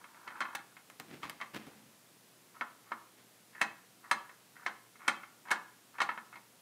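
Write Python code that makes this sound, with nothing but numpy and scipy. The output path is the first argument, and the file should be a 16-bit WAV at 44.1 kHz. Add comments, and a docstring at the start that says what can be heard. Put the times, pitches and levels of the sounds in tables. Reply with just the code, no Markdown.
"""A steel ball rolls and knocks inside a clear plastic maze sphere turned in the hands, close to a phone.
Each knock is a blow of shell modes and damped noise, coloured by the struck track; bounces follow it.
Rolling strings soft blows together. A hand changes its grip, mostly early on: fingers tick, rub and thud
as shaped noise and small skin contacts. A small, quiet room adds a short tail, steady hiss and a faint hum."""
import sys
import numpy as np
from scipy import signal
from scipy.fft import rfft, irfft, next_fast_len
from scipy.io import wavfile

SR = 44100
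rng = np.random.default_rng(int(sys.argv[2]) if len(sys.argv) > 2 else 0)


def inscribe(sig):
    """Save sig as 16-bit PCM at rate SR to the path in sys.argv[1].

    A 1-D sig is mono; a 2-D sig holds one channel per row.
    Samples are clipped to [-1, 1] before scaling.
    """
    pcm = np.round(np.clip(np.atleast_2d(sig).T, -1, 1) * 32767)
    wavfile.write(sys.argv[1], SR, pcm.astype(np.int16))


N = 291819
BLOW_LENGTH = 5120  # samples in one blow or tick


def undb(db):
    """Decibels to gain."""
    return np.exp(np.asarray(db) * (np.log(10) / 20))


def unit(x, span=None):
    """Scale to rms 1 over the first span seconds, or over all."""
    head = x if span is None else x[:int(span * SR)]
    return x / np.sqrt(np.mean(head ** 2) + 1e-20)


def along(hz, points):
    """Read (Hz, value) points on a log-frequency axis."""
    point_hz, value = np.transpose(points)
    return np.interp(np.log(hz + 1), np.log(point_hz), value)


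def colour(x, points):
    """Give a sound the spectrum of (Hz, dB) points in minimum phase, so nothing rings ahead of it."""
    size = 2 * next_fast_len(len(x) // 2 + 1)
    gain = undb(along(np.fft.rfftfreq(size, 1 / SR), points))
    # fold the cepstrum forward in time for minimum phase
    cepstrum = irfft(np.log(gain))
    cepstrum[1:size // 2] *= 2
    cepstrum[size // 2 + 1:] = 0
    response = np.exp(rfft(cepstrum))
    return irfft(rfft(x, size) * response, size)[:len(x)]


def add(track, s, sound):
    """Mix a sound into a track at time s."""
    i = int(np.clip(s * SR, 0, N - 1))
    track[i:i + len(sound)] += sound[:N - i]


def swell(t, length):
    """A smooth rise and fall over length seconds."""
    return np.sin(np.pi * np.clip(t / length, 0, 1))


def ring_track(x, rings_hz, q):
    """A track is resonant: sum the sound through one peak filter per ring frequency."""
    return sum(signal.lfilter(*signal.iirpeak(hz, q, fs=SR), x) for hz in rings_hz)


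def grains(rate, spread_db):
    """One second of tiny contacts, rate per second on average, of uneven size and spacing."""
    gap = rng.random(SR // 8)
    side, strength = rng.standard_normal((2, SR // 8))
    at = (np.cumsum(2 * gap) * SR / rate).astype(int)
    return np.bincount(at, np.sign(side) * undb(spread_db * strength), SR)[:SR]


# Still air and microphone hiss. Each row: frequency in Hz, relative density in dB per Hz.
AIR_SPECTRUM = [(25, -51), (60, -25), (90, -18), (125, -6), (200, -2), (310, -3.5), (450, -6), (1000, -9),
                (2900, -12), (6000, -14), (11000, -14), (15500, -19)]
AIR_DB = -62.5
HUM_HZ, HUM_DB = 118.2, -80.5


def background(waver=0.97):
    """Steady coloured hiss and a faint sine hum whose phase wanders (waver in radians)."""
    t = np.arange(N) / SR
    drift = np.interp(t, np.linspace(0, t[-1], 40), rng.standard_normal(40))
    hum = np.sin(2 * np.pi * HUM_HZ * t + waver * drift)
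    hiss = colour(rng.standard_normal(N), AIR_SPECTRUM)
    return undb(AIR_DB) * unit(hiss) + undb(HUM_DB) * unit(hum)


def dying_noise(spectrum, t60s, size):
    """A diffuse tail: half-octave bands of noise, each with its own energy and decay."""
    t, f = np.arange(size) / SR, np.fft.rfftfreq(size, 1 / SR)
    noise, out = rfft(rng.standard_normal(size)), 0
    for hz in 2 ** np.arange(6, 14.5, .5):
        fade = undb(-60 * t / along(hz, t60s))
        in_band = abs(np.log2((f + 1) / hz)) < .25
        band = irfft(noise * in_band, size) * fade
        energy_gain = np.sqrt(hz * np.mean(fade ** 2))  # wider and longer bands hold more energy
        out = out + unit(band) * energy_gain * undb(along(hz, spectrum))
    return out


# Tone of the room tail. Each row: frequency in Hz, relative level in dB.
ROOM_SPECTRUM = [(60, -3), (160, 8.5), (350, 4.5), (700, 5.5), (1200, -4), (2200, -3), (3200, -2),
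                 (8000, 0), (15000, -35)]
# Decay of the room tail. Each row: frequency in Hz, time to fall 60 dB in seconds.
ROOM_DECAY = [(150, 0.36), (500, 0.33), (1500, 0.45), (4000, 0.32), (12000, 0.17)]


def room(x, wet_db=-12, gap_s=0.018):
    """Counter and walls answer with a short, dull tail that fades in over some milliseconds."""
    tail = dying_noise(ROOM_SPECTRUM, ROOM_DECAY, SR // 2)
    tail *= 1 - np.exp(-(np.arange(len(tail)) / SR / gap_s) ** 2)
    middle = abs(rfft(tail, SR))[800:2400]  # wet_db is the tail's gain from 800 to 2400 Hz
    return x + undb(wet_db) * signal.oaconvolve(x, tail / np.sqrt(np.mean(middle ** 2)))[:N]


# The hand lands on the shell. Each row: start in seconds, length of the push in seconds,
# thud level in dB, skin hiss level in dB (both averaged over the push).
GRIPS = [(0.993, 0.02, -54, -58), (1.073, 0.12, -55, -57.5), (1.214, 0.081, -55.5, -50),
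         (1.532, 0.056, -47, -47), (1.661, 0.033, -55, -81), (3.15, 0.087, -69, -69)]
# Soft palm on the shell. Each row: frequency in Hz, relative density in dB per Hz.
THUD_SPECTRUM = [(30, -35), (70, -19), (130, -3.5), (260, 1.5), (400, -6.5), (900, -11), (2500, -32)]
# Skin rubbing on plastic. Each row: frequency in Hz, relative density in dB per Hz.
SKIN_SPECTRUM = [(200, -42.5), (900, 12.5), (2200, 7), (5000, -5.5), (9000, -15), (15500, -34)]
SLIDE_DB, SLIDE_FADE_S = -13.5, 0.15  # slide against the push's peak; time constant of its fade


def hand(rate=1400, spread_db=5):
    """Skin sticks and slips on the plastic while the soft palm thuds; it then slides on and comes to rest."""
    out, t = np.zeros(N), np.arange(SR) / SR
    for s, length, thud_db, hiss_db in GRIPS:
        slide = undb(SLIDE_DB) * np.exp(-np.maximum(t - length, 0) / SLIDE_FADE_S)
        slide *= t > length / 2  # only after the push has peaked
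        slips = grains(rate, spread_db) * np.maximum(swell(t, length), slide)
        add(out, s, undb(thud_db) * unit(colour(slips, THUD_SPECTRUM), length))
        add(out, s, undb(hiss_db) * unit(colour(slips, SKIN_SPECTRUM), length))
    return out


# Modes of the shell and its tracks, before each blow scatters them.
# Each row: frequency in Hz, relative level in dB, time to fall 60 dB in seconds.
SHELL_MODES = [(237, -17, 0.12), (331.3, -19, 0.2), (564.7, -18.5, 0.17), (759.6, -13, 0.088),
               (955, -2.5, 0.07), (1022, -5.5, 0.031), (1147, -10, 0.062), (1186, -10, 0.1),
               (1304, -2.5, 0.079), (1429, -8.5, 0.19), (1770, -23, 0.051), (1752, -5, 0.12),
               (1884, -10, 0.13), (2150, 0.5, 0.081), (2196, 0.5, 0.042), (2555, -3.5, 0.057),
               (2638, -3.5, 0.06), (3100, -29, 0.072), (3152, -6.5, 0.09), (3570, -29, 0.29),
               (4004, -11.5, 0.072), (4140, -18, 0.16), (6190, -15, 0.11), (8250, -10.5, 0.049)]
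# The crowd of small, quickly damped modes. Each row: frequency in Hz, relative density in dB per Hz.
CLACK_SPECTRUM = [(100, -23), (200, -9), (450, -12.5), (750, -4.5), (1050, 2.5), (2000, -1), (2350, -5),
                  (2600, -16), (2900, -9), (4200, -10), (5500, -14), (10500, -15.5), (12000, -22.5),
                  (15500, -20)]


def shell(clack_db=2, clack_t60_s=0.12, scatter_db=3.0, detune=0.0035, snap_db=4, snap_s=0.0039,
          radiate_hz=140, damp_hz=2800, treble_s=0.03):
    """One blow: a hard snap, then the hollow ring; the place struck decides how each mode answers."""
    t = np.arange(BLOW_LENGTH) / SR
    hz, db, t60 = np.transpose(SHELL_MODES)[:, :, None]
    strength, shift, side = rng.standard_normal((3, len(SHELL_MODES), 1))
    fade = undb(db + scatter_db * strength - 60 * t / t60)
    ring = np.sin(2 * np.pi * hz * (1 + detune * shift) * t)
    modes = np.sum(np.sign(side) * fade * ring, axis=0)
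    snap = undb(snap_db * np.exp(-(t / snap_s) ** 4) - 60 * t / clack_t60_s)
    clack = colour(rng.standard_normal(BLOW_LENGTH) * snap, CLACK_SPECTRUM)
    # plastic damps the treble first
    dull = signal.lfilter(*signal.butter(1, damp_hz, fs=SR), clack)
    clack = dull + (clack - dull) * np.exp(-t / treble_s)
    blow = unit(modes, .01) + undb(clack_db) * unit(clack, .01)
    # a small shell radiates little bass
    return signal.lfilter(*signal.butter(2, radiate_hz, "high", fs=SR), blow)


# Short ticks on the shell: a finger or its ring, but the last row is a tick of the ball. Each row: start in
# seconds, level in dB over the tick's first 2 ms.
TICKS = [(0.553, -35), (0.900, -48.5), (0.999, -40), (1.2314, -56), (1.2967, -37.5), (1.546, -47),
         (1.668, -52.5), (5.5122, -40)]
# Colour of a tick. Each row: frequency in Hz, relative density in dB per Hz.
TICK_SPECTRUM = [(40, -28), (200, 6), (1200, 11), (3000, 10.5), (6000, -0.5), (15500, 0.5)]


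def ticks(tick_s=0.0011, ring_db=-7):
    """Very short, bright noise contacts with a weaker ring of the shell under them."""
    out, t = np.zeros(N), np.arange(BLOW_LENGTH) / SR
    for s, db in TICKS:
        tick = colour(rng.standard_normal(BLOW_LENGTH) * np.exp(-t / tick_s), TICK_SPECTRUM)
        add(out, s, undb(db) * (unit(tick, .002) + undb(ring_db) * unit(shell(), .01)))
    return out


# Run-up level in dB for a knock at RUN_AT_KNOCK_DB, and its rise per dB of louder knock.
RUN_DB, RUN_AT_KNOCK_DB, RUN_DB_PER_DB = -52.5, -26, 0.62
TIP_SHARE = 0.52  # part of the run taken by the bump as the ball tips off its rest
GATHER_DB, GATHER_POWER = 2.5, 2.2  # roll at the wall against the bump; force grows as this power of time
# One long roll while the sphere is swung round. Each row: time in seconds, force level in dB.
LONG_ROLL = [(0, -57), (0.05, -66), (0.25, -59.5), (0.33, -54), (0.4, -43.5), (0.44, -58), (0.53, -57),
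             (0.62, -68)]
# The two rings of the track the long roll follows [Hz].
LONG_ROLL_RINGS = (1090, 1360)


def roll(force, rings_hz, rate=220, contact_hz=1700, spread_db=5.0, track_db=3, track_q=6, count=2):
    """Small bumps are soft blows on one of two places along a track; the rumble has the force's energy."""
    bumps = sum(signal.fftconvolve(grains(rate / count, spread_db) * force, shell()) for _ in range(count))
    track = ring_track(bumps, rings_hz, track_q)
    rumble = signal.lfilter(*signal.butter(2, contact_hz, fs=SR), bumps + undb(track_db) * track)
    return unit(rumble) * np.sqrt(np.sum(force ** 2) / len(rumble))


def rolling():
    """Before each knock the ball tips off its rest and gathers force; louder knocks get louder runs."""
    out, t = np.zeros(N), np.arange(SR) / SR
    for s, knock_db, low_hz, high_hz, _, run_s, _, _ in KNOCKS:
        tip = swell(t, TIP_SHARE * run_s)
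        gather = undb(GATHER_DB) * (t / run_s) ** GATHER_POWER * (t < run_s)
        run_db = RUN_DB + RUN_DB_PER_DB * (knock_db - RUN_AT_KNOCK_DB)
        add(out, s - run_s, undb(run_db) * roll(tip + gather, (low_hz, high_hz)))
    times, db = np.transpose(LONG_ROLL)
    long_force = undb(np.interp(t, times, db)) * (t < times[-1])
    add(out, 0, roll(long_force, LONG_ROLL_RINGS))
    return out


# The ball runs into a wall and bounces. Each row: knock time in seconds, level in dB over the first 10 ms,
# lower and upper ring of the struck track in Hz, hardness of the contact as a cut-off in Hz,
# run-up in seconds, time between bounces in seconds, first bounce in dB against the knock.
KNOCKS = [ (0.041, -50.5, 1240, 2370, 3410, .006, .105, -8),
          (0.276, -42.5, 1270, 1980, 5200, .002, 0.029, -7),
          (0.405, -33.5, 1120, 1410, 8150, 0.1, 0.047, -6.5),
          (0.414, -34, 1400, 1930, 4000, 0.048, 0.0078, -5.5),
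          (0.550, -37, 1710, 3600, 15000, 0.038, 0.041, -14.5),
          (0.767, -51.5, 1380, 2352, 3870, 0.066, 0.028, -12),
          (1.231, -40, 1080, 3160, 5450, .02, 0.023, -17),
          (1.402, -46.5, 1100, 1990, 3000, .006, 0.06, -13),
          (1.413, -38.5, 1080, 2070, 4400, 0.014, .008, -5),
          (2.61, -33.5, 1020, 1390, 2710, .072, 0.052, -24),
          (2.9176, -34, 1090, 1280, 2340, 0.06, 0.095, -28),
          (3.611, -36.5, 1090, 1740, 2000, 0.016, 0.0089, -1),
          (3.6143, -24.5, 1880, 2610, 10800, 0.087, 0.026, -24),
          (4.1127, -23, 1140, 1830, 11100, 0.096, 0.18, -29.5),
          (4.6627, -30.5, 1580, 1810, 5030, 0.12, 0.029, -17),
          (4.956, -57.5, 1200, 2200, 2800, .006, 0.038, -2.5),
          (5.0797, -23, 1410, 2270, 9500, 0.079, .153, -23.5),
          (5.484, -47.5, 1000, 2200, 3000, .006, .011, -2),
          (5.5058, -36, 970, 1490, 10000, 0.051, 0.0037, 0.5),
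          (5.5137, -25, 930, 1530, 12000, 0.075, 0.044, -15.5),
          (5.984, -40.5, 980, 1420, 3300, .002, 0.016, -12),
          (6.004, -27, 1320, 1690, 4860, 0.072, 0.086, -3.5),
          (6.0165, -28, 1260, 2520, 8250, 0.014, 0.097, -14.5),
          (6.327, -51, 1480, 2080, 3500, .015, 0.013, -3), (6.357, -49, 970, 2320, 4080, 0.021, .012, -6)]
BOUNCE_CONTACT_HZ = 2380  # cut-off shared by all bounces


def knocks(track_db=-0.5, track_q=7, first_db=-2.0, first_s=0.0028, count=3):
    """Steel on plastic: the struck track colours the blow, contact hardness sets its brightness; two bounces follow."""
    out, t = np.zeros(N), np.arange(BLOW_LENGTH) / SR
    onset = undb(first_db * np.exp(-(t / first_s) ** 4))  # holds back the first few milliseconds a little
    for s, db, low_hz, high_hz, contact_hz, _, bounce_s, bounce_db in KNOCKS:
        for k in range(count):  # 0 is the knock itself
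            blow = shell() * onset
            track = ring_track(blow, (low_hz, high_hz), track_q)
            contact = signal.butter(2, BOUNCE_CONTACT_HZ if k else contact_hz, fs=SR)
            sound = unit(signal.lfilter(*contact, blow + undb(track_db) * track), .01)
            # the level step in dB grows with the square of the bounce number
            add(out, s + k * bounce_s, undb(db + bounce_db * k ** 2) * sound)
    return out


def scene():
    """Ball and hand sound through the sphere into the room, over the background."""
    close = knocks() + rolling() + ticks() + hand()
    return (room(close) + background())[None]


def record(dry, top_hz=15600):
    """The phone cuts the top with a steep low-pass."""
    return signal.sosfilt(signal.ellip(10, .2, 70, top_hz, fs=SR, output="sos"), dry)


dry = scene()
out = record(dry)
inscribe(out)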